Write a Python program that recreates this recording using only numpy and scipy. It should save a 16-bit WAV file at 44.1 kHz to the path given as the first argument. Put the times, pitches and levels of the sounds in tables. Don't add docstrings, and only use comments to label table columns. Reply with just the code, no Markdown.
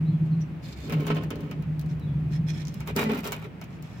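import sys
import numpy as np
from scipy import signal
from scipy.fft import rfft, irfft
from scipy.io import wavfile
from scipy.ndimage import uniform_filter1d

SR = 44100
rng = np.random.default_rng(int(sys.argv[2]) if len(sys.argv) > 2 else 0)


def generate_wav(signal):
    frames = np.transpose(np.atleast_2d(signal))
    scaled = np.clip(frames, -1, 1) * 32767
    pcm = np.round(scaled).astype(np.int16)
    wavfile.write(sys.argv[1], SR, pcm)


N = 176400
TIME = np.arange(N) / SR
CRUNCH_T60_S = 0.014

# (frequency [Hz], density [dB])
GRIT_SPECTRUM = [(1500, -24), (3000, -3.5), (5000, 0), (7000, -1), (9000, -8.5), (11500, 0), (13000, -4),
                 (15000, 3.5), (17000, -4.5)]
KNOCK_SPECTRUM = [(350, -23), (550, 10), (950, 3.5), (1600, -0.5), (2700, 2), (3500, -9.5), (5000, -15.5),
                  (8000, -28.5), (16000, -54)]
# (frequency [Hz], width [Hz], level [dB])
FIRST_TABLE_MODES = [(225.3, 24, 4), (288, 18, 4.5), (332, 110, -7), (406, 30, -2), (417, 32, 0),
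                     (490, 45, -6.5), (570, 33, -7)]
SECOND_TABLE_MODES = [(217.5, 12, 2.5), (245, 34, 3), (389.3, 7.2, -3.5), (423.7, 11, -1.5),
                      (478.5, 14, -10), (563, 36, -9.5)]
# (frequency [Hz], width [Hz], level [dB])
FIRST_POT_MODES = [(706, 43, -3), (915, 160, 5.5), (1059, 45, 6.5), (1297, 70, 1), (1510, 25, -4.5),
                   (1805, 78, 0), (2260, 90, -3.5), (2590, 130, -2), (2990, 80, -7)]
SECOND_POT_MODES = [(745, 79, 3.5), (820, 16, 1), (868, 8.7, 0.5), (954, 14, 5), (1118, 63, 3),
                    (1195, 45, -2), (1374, 35, 3), (1830, 27, -1), (2040, 22, 3), (2400, 73, 4.5),
                    (3890, 320, -6)]


def from_db(db):
    return 10 ** (np.asarray(db) / 20)


def unit_rms(x):
    return x / np.sqrt(np.mean(x ** 2) + 1e-20)


def curve(rows, column=1, outside=None):
    rows = np.array(rows)
    return np.interp(TIME, rows[:, 0], rows[:, column], outside, outside)


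def at_hz(rows, hz):
    rows = np.array(rows)
    return np.interp(np.log(hz + 1), np.log(rows[:, 0]), rows[:, 1])


def pan(left_over_right_db):
    return unit_rms(from_db([[left_over_right_db / 2], [-left_over_right_db / 2]]))


def add(out, start_s, sound):
    start = max(int(start_s * SR), 0)
    out[:, start:start + sound.shape[1]] += sound[:, :N - start]


def convolve(x, response):
    return signal.fftconvolve(np.atleast_2d(x), response, axes=1)[:, :N]


def steady(x, window=1300):
    return x / np.sqrt(np.abs(uniform_filter1d(np.mean(x ** 2, axis=0), window)) + 1e-9)


def drift(cutoff_hz):
    lowpass = signal.butter(2, cutoff_hz, fs=SR, output="sos")
    return unit_rms(signal.sosfilt(lowpass, rng.standard_normal(N + SR))[SR:])


def noise(spectrum, size=N):
    # (frequency [Hz], left-right correlation [-])
    correlation = [(60, 1), (150, 0.83), (260, 0.93), (500, 0.35), (1000, 0.097), (2500, 0.17),
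                   (15000, -0.027)]
    hz = np.arange(size // 2 + 1) * SR / size
    mid, side = rfft(rng.standard_normal((2, size)))
    alike = np.clip(at_hz(correlation, hz), -1, 1)
    stereo = np.sqrt(1 + alike) * mid + np.sqrt(1 - alike) * side * [[1], [-1]]
    gain = from_db(at_hz(spectrum, hz)) * np.minimum(hz / spectrum[0][0], 1) ** 2
    return unit_rms(irfft(gain * stereo, size))


def contacts(per_s, spread_db):
    hits = rng.random(N) < per_s / SR
    strength = from_db(spread_db * np.minimum(rng.exponential(1, N), 4))
    return hits * strength * rng.choice([-1, 1], N)


def resonate(x, hz, width_hz):
    radius = np.exp(-np.pi * width_hz / SR)
    feedback = [1, -2 * radius * np.cos(2 * np.pi * hz / SR), radius * radius]
    return unit_rms(signal.lfilter([1, 0, -1], feedback, x + 1e-18))


def burst(spectrum, t60_s, size=16384):
    decay = from_db(-60 * np.arange(size) / SR / t60_s)
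    return unit_rms(noise(spectrum, size) * decay) / np.sqrt(size)


def scattered(clicks, spectrum, t60_s, spots):
    spot = rng.integers(0, spots, N)
    return sum(convolve(clicks * (spot == k), burst(spectrum, t60_s, size=4096)) for k in range(spots))


def ringing(clicks, modes):
    return sum(from_db(db) * resonate(resonate(clicks * rng.standard_normal((2, N)), hz, width_hz),
                                      hz, 8 * width_hz) for hz, width_hz, db in modes)


def struck(modes, weights):
    age_s = np.arange(16384) / SR
    return sum(weight * from_db(db) * np.exp(-np.pi * width_hz * age_s) * np.sin(2 * np.pi * hz * age_s)
               for weight, (hz, width_hz, db) in zip(weights, modes))


def echo(x, t60_s):
    spectrum = [(200, -7.5), (3000, 9.0), (7000, 1.5), (16000, -14.5)]  # (frequency [Hz], density [dB])
    rise_s = 0.00067
    swell = 1 - np.exp(-np.arange(16384) / SR / rise_s)
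    return convolve(x, swell * burst(spectrum, t60_s))


def air():
    # (frequency [Hz], density [dB])
    spectrum = [(300, 1.5), (600, -1.5), (1000, -6), (1500, -9.5), (2500, -10.5), (3400, -20),
                (5000, -27.5), (7000, -34.5), (10000, -41.5), (14500, -36.5), (17000, -32.5)]
    return from_db(-50.5) * noise(spectrum)


def birds():
    # (time [s], length [s], start [Hz], end [Hz], level [dB])
    chirps = [(.05, .055, 3700, 4350, -61), (.11, .045, 3400, 3250, -65), (.308, .035, 4450, 4050, -62),
              (.8, .06, 3560, 3500, -58), (2.0, .05, 4100, 3700, -61), (2.06, .045, 3500, 3350, -61),
              (3.94, .07, 1780, 1740, -59)]
    out = np.zeros(N)
    wobble = 1 + 0.022 * drift(120)
    for start_s, length_s, start_hz, end_hz, db in chirps:
        progress = np.clip((TIME - start_s) / length_s, 0, 1)
        hz = (start_hz + (end_hz - start_hz) * progress) * wobble
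        out += from_db(db) * np.sin(np.pi * progress) * np.sin(2 * np.pi * np.cumsum(hz) / SR)
    return out + from_db(-3) * echo(out, t60_s=0.4)


def engine():
    # (time [s], level [dB])
    drone_level = [(0, -24), (.1, -21), (.16, -23), (.185, -31), (.22, -23.5), (.27, -24), (.29, -31),
                   (.32, -23), (.42, -26), (.47, -37), (.5, -31), (.56, -39), (.69, -39), (.74, -55),
                   (.88, -39), (.97, -23), (1.04, -32), (1.12, -25), (1.19, -26), (1.22, -38), (1.26, -27),
                   (1.32, -40), (1.41, -42), (1.45, -32), (1.51, -46), (1.6, -25), (1.64, -39), (1.68, -27),
                   (1.82, -30), (1.96, -26), (1.99, -41), (2.03, -29), (2.38, -26.5), (2.5, -26),
                   (2.62, -35), (2.69, -30), (2.74, -39), (2.81, -32), (2.86, -42), (2.94, -32),
                   (3.05, -38), (3.3, -44), (4, -48)]
    throb_level = [(0, -55), (.6, -52), (.8, -43), (1.05, -50), (1.4, -45), (1.8, -47), (2.12, -40),
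                   (2.5, -47), (2.85, -44), (3.3, -53), (4, -56)]
    # (time [s], frequency [Hz])
    drone_pitch = [(0, 156.5), (.3, 159), (.95, 154), (1.15, 157), (1.7, 154), (2.15, 150), (2.45, 155.2),
                   (2.75, 150.3), (3.1, 158.5), (4, 153.8)]
    # (frequency [Hz], density [dB])
    rumble_spectrum = [(25, -18), (50, -15), (85, -3.5), (112, 8), (140, 5), (185, 5), (220, -1.5),
                       (280, -6), (400, -15), (700, -52.5)]
    throb_hz, flutter_depth = 68.7, 0.44
    drone_db = curve(drone_level)
    phase = 2 * np.pi * np.cumsum(curve(drone_pitch)) / SR
    flutter = 1 + flutter_depth * resonate(rng.standard_normal(N), hz=16.4, width_hz=5.1)
    blur = 0.66 * drift(7.7) * np.cos(phase)
    drone = unit_rms(uniform_filter1d(flutter, size=400) * np.sin(phase) + blur)
    octave = from_db(-27) * unit_rms(drift(27) * np.sin(2 * phase))
    throb_phase = 2 * np.pi * throb_hz * TIME
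    throb_blur = 0.59 * (drift(8.8) * np.sin(throb_phase) + drift(11.0) * np.cos(throb_phase))
    throb = unit_rms(np.sin(throb_phase) + throb_blur)
    rumble = from_db(-38 + 0.25 * (drone_db - drone_db.mean())) * noise(rumble_spectrum)
    return from_db(drone_db) * (drone + octave) + from_db(curve(throb_level)) * throb + rumble


def squeak():
    start_s, length_s, final_hz = 0.41, 0.022, 5750
    progress = np.clip((TIME - start_s) / length_s, 0, 1)
    phase = 2 * np.pi * np.cumsum(final_hz * (1 + 0.09 * (1 - progress) ** 4)) / SR
    return from_db(-49.5) * pan(-13) * np.sin(np.pi * progress) * np.sin(phase)


def finger_rubs():
    # (time [s], length [s], level [dB], left-right [dB], pot [0 or 1])
    rubs = [(0.235, 0.059, -66, -8, 0), (0.392, 0.046, -57, -16, 0), (0.615, 0.14, -54, -1.5, 0),
            (0.752, 0.15, -54, -2.5, 0), (1.873, 0.073, -59, -1, 1), (2.299, 0.088, -52.5, -2, 1),
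            (2.464, 0.063, -45, -3, 1), (2.522, 0.12, -49.5, -4.5, 1), (2.67, 0.18, -61.5, -2, 1),
            (3.686, 0.1, -63, -2, 1), (3.819, 0.2, -60, -2, 1)]
    # (frequency [Hz], density [dB])
    hiss_spectrum = [(1000, -5.5), (2400, 2.5), (3900, -11), (4700, -5.5), (5500, -17.5), (7000, -5),
                     (9000, -16), (12000, -12), (16000, -22)]
    # (frequency [Hz], width [Hz], level [dB])
    first_rim_modes = [(3580, 300, -6), (4200, 420, -4.5), (4930, 330, -5), (6050, 450, -8.5),
                       (7450, 400, -10.5), (13200, 600, -15), (14500, 600, -14)]
    second_rim_modes = [(1820, 220, -0.5), (2370, 160, -6.5), (3340, 86, -4), (3670, 120, -9),
                        (4090, 190, -5), (5310, 110, -1.5), (5940, 340, -4), (7340, 300, -12.5),
                        (8900, 160, -16.5), (10440, 400, -16.5), (12400, 300, -16.5)]
    fade_s, firm_db = 0.025, -50
    slips = contacts(per_s=600, spread_db=2.5)
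    hiss = noise(hiss_spectrum)
    roughness = from_db(drift(90))
    rims = [ringing(slips, modes) for modes in (first_rim_modes, second_rim_modes)]
    out = np.zeros((2, N))
    for start_s, length_s, db, pan_db, pot in rubs:
        ring = from_db(0.4 * (db - firm_db)) * rims[pot]
        envelope = np.clip(np.minimum(TIME - start_s, start_s + length_s - TIME) / fade_s, 0, 1)
        out += from_db(db) * pan(pan_db) * envelope * unit_rms(roughness * (hiss + ring))
    return out


def finger_taps():
    # (time [s], energy [dB], left-right [dB])
    taps = [(2.6523, -23, -6), (2.671, -21, -4), (2.682, -21, -6)]
    # (frequency [Hz], density [dB])
    spectrum = [(2000, -6), (3900, -4), (4700, -4), (5600, 2), (7000, -1), (8500, -24), (12000, -18),
                (16000, -22)]
    out = np.zeros((2, N))
    for start_s, db, pan_db in taps:
        add(out, start_s, from_db(db) * pan(pan_db) * burst(spectrum, t60_s=0.013))
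    return out


def pot_ticks():
    # (time [s], gain [dB], extra ring gain [dB], left-right of snap and crack [dB])
    catches = [(0.897, -39.5, 5, 0), (0.9235, -35.5, 6, 8), (1.0065, -46.5, 5, -4),
               (1.0677, -36.5, 1.5, 11), (1.1478, -46, -4, 14), (1.2378, -50, 7, 7),
               (1.3051, -34.5, 1.5, 10), (1.357, -45, -16, 9), (1.407, -47, -13, 4), (1.5124, -41, 3.5, -2),
               (1.6239, -51, 5.5, 8), (1.7944, -40, -28, 4), (1.813, -45, -7, 4), (1.8612, -53, -7, 1.5),
               (1.997, -51.5, -22, -3.5), (2.6813, -45, -30, 7), (2.742, -39.5, -15, -4),
               (2.8052, -40, 0.5, 1.0), (2.8747, -35, -2.5, -4), (2.9636, -32, -2, -17),
               (3.1884, -46, -20, -3), (3.234, -46, 7, -4), (3.2745, -31, -11, -1), (3.321, -27, -2, -4),
               (3.6143, -42, 4, -4), (3.6408, -45, -23, -4), (3.8253, -44, -30, 0)]
    out = np.zeros((2, N))
    for start_s, db, ring_db, pan_db in catches:
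        snap = from_db(16) * burst(GRIT_SPECTRUM, t60_s=0.006)
        crack = from_db(13) * burst(GRIT_SPECTRUM, t60_s=0.045)
        ring = from_db(ring_db + 22) * burst(KNOCK_SPECTRUM, t60_s=0.11)
        add(out, start_s, from_db(db) * (pan(pan_db) * (snap + crack) + ring))
    return out


def pot_bumps():
    # (time [s], gain [dB], extra clack gain [dB], pot [0 or 1])
    drops = [(1.1028, -17.5, 11.5, 0), (1.1215, -24, 7, 0), (1.1685, -33, 13, 0), (3.0988, -28, 18, 1)]
    bodies = [(FIRST_TABLE_MODES, FIRST_POT_MODES), (SECOND_TABLE_MODES, SECOND_POT_MODES)]
    out = np.zeros((2, N))
    for start_s, db, clack_db, pot in drops:
        table_modes, pot_modes = bodies[pot]
        table = from_db(-14) * struck(table_modes, np.ones(len(table_modes)))
        wall = from_db(-18) * struck(pot_modes, rng.standard_normal((len(pot_modes), 2, 1)))
        clack = from_db(clack_db) * burst(KNOCK_SPECTRUM, t60_s=0.06)
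        add(out, start_s, from_db(db) * (table + wall + clack))
    return out


def pot_judder():
    # (time [s], slip rate [1/s], level [dB])
    judder = [(3.03, 212, -53), (3.065, 221, -24), (3.11, 218, -30.5), (3.143, 218.6, -30),
              (3.18, 207, -36), (3.21, 270, -67)]
    cycles = np.cumsum(curve(judder) * (1 + 0.012 * drift(74))) / SR
    slips = np.diff(np.floor(cycles), prepend=0)
    groan = unit_rms(np.sin(2 * np.pi * cycles))
    wall = unit_rms(sum(from_db(db) * rng.choice([-1, 1], (2, 1)) * resonate(slips, hz, 2 * width_hz)
                        for hz, width_hz, db in SECOND_POT_MODES))
    uneven_slips = slips * rng.standard_normal(N)
    crunch = unit_rms(convolve(uneven_slips, burst(KNOCK_SPECTRUM, CRUNCH_T60_S, size=4096)))
    level = from_db(curve(judder, column=2, outside=-120))
    return level * (groan + from_db(-14) * wall + from_db(-25.5) * crunch)


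def table_boom(slips, modes):
    # (time [s], gain [dB])
    deep_weight = [(0.9, 0), (1.12, -5), (1.4, 0), (2.98, -4.5), (3.04, -2), (3.09, -5.5), (3.18, 8.5),
                   (3.28, -10)]
    deep_hz = 350
    deep_gain = from_db(curve(deep_weight))
    out = np.zeros((2, N))
    for hz, width_hz, db in modes:
        mid, side = (resonate(resonate(slips * rng.standard_normal(N), hz, width_hz), hz, 4 * width_hz)
                     for _ in range(2))
        spread = 0.17 * (hz / deep_hz) ** 2
        gain = from_db(db) * (deep_gain if hz < deep_hz else 1)
        out += gain * steady(mid + spread * side * [[1], [-1]], window=4000)
    return steady(out)


def drag(strokes, table_modes, pot_modes):
    # (frequency [Hz], density [dB])
    wall_spectrum = [(350, -34), (550, 0), (900, -0.5), (1500, -0.5), (2500, -2.5), (3400, -5), (5000, -15),
                     (8000, -24), (16000, -58)]
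    boom_gain, rasp_gain, grit_gain = (
        sum(from_db(curve(stroke, column, outside=-120)) for stroke in strokes) for column in (1, 2, 3))
    slips = contacts(per_s=450, spread_db=2)
    boom = from_db(-0.5) * boom_gain * table_boom(slips, table_modes)
    wall = from_db(1) * steady(scattered(slips, wall_spectrum, t60_s=0.13, spots=2))
    wall += from_db(4) * steady(ringing(slips, pot_modes))
    crushes = contacts(per_s=220, spread_db=2.5)
    crunch = from_db(-1) * steady(scattered(crushes, KNOCK_SPECTRUM, CRUNCH_T60_S, spots=2), window=3000)
    grains = contacts(per_s=360, spread_db=6)
    crackle = from_db(11) * steady(scattered(slips + grains, GRIT_SPECTRUM, t60_s=0.015, spots=3))
    scrape = rasp_gain * (wall + crunch) * pan(-1.5) + grit_gain * crackle * pan(4)
    return np.array([boom, scrape])


def first_drag():
    # (time [s], boom gain [dB], rasp gain [dB], grit gain [dB])
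    pull = [(0.84, -43.5, -64, -88), (0.934, -32.5, -51, -59), (0.976, -36.5, -53.5, -79),
            (1.012, -31.5, -52, -64.5), (1.05, -36.5, -54.5, -77), (1.066, -38, -48, -60),
            (1.08, -34.5, -42.5, -58), (1.1, -30, -45, -70), (1.116, -29.5, -40.5, -65),
            (1.132, -32.5, -56.5, -95), (1.17, -34.5, -42, -60), (1.204, -35, -54, -92),
            (1.236, -40, -51, -62.5), (1.282, -42, -71, -105), (1.295, -56, -78, -92)]
    easing = [(1.302, -44, -64, -81), (1.314, -34.5, -60, -96), (1.42, -39, -57.5, -77.5),
              (1.62, -45, -71, -96)]
    return drag([pull, easing], FIRST_TABLE_MODES, FIRST_POT_MODES)


def second_drag():
    # (time [s], boom gain [dB], rasp gain [dB], grit gain [dB])
    pull = [(2.85, -79, -75, -88), (2.88, -46, -46, -58.5), (2.898, -33, -44, -63), (2.946, -55, -73, -92),
            (2.964, -25, -44.5, -41), (2.976, -26, -34.5, -49.5), (3.026, -29.5, -36.5, -49),
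            (3.084, -31.5, -54.5, -76), (3.1, -25, -42, -61), (3.196, -31.5, -47, -58.5),
            (3.224, -47, -60, -72), (3.256, -35.5, -39.5, -50), (3.312, -40, -52, -68),
            (3.324, -44.5, -47, -51.5), (3.378, -47, -52.5, -71.5), (3.396, -69, -58.5, -73),
            (3.456, -41, -50.5, -72), (3.5, -55, -86, -112)]
    return drag([pull], SECOND_TABLE_MODES, SECOND_POT_MODES)


def scene():
    boom, scrape = first_drag() + second_drag()
    handling = pot_ticks() + pot_bumps() + finger_rubs() + finger_taps() + squeak()
    outdoors = engine() + birds() + air()
    pots = boom + scrape + pot_judder() + handling
    reflections = from_db(-5) * echo(handling + from_db(-5.5) * scrape, t60_s=0.091)
    return outdoors + pots + reflections


def record(dry):
    fade_s, cutoff_hz = 0.008, 16000
    lowpass = signal.ellip(10, 0.2, 80, cutoff_hz, fs=SR, output="sos")
    return signal.sosfilt(lowpass, dry * np.minimum(TIME / fade_s, 1))


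dry = scene()
out = record(dry)
generate_wav(out)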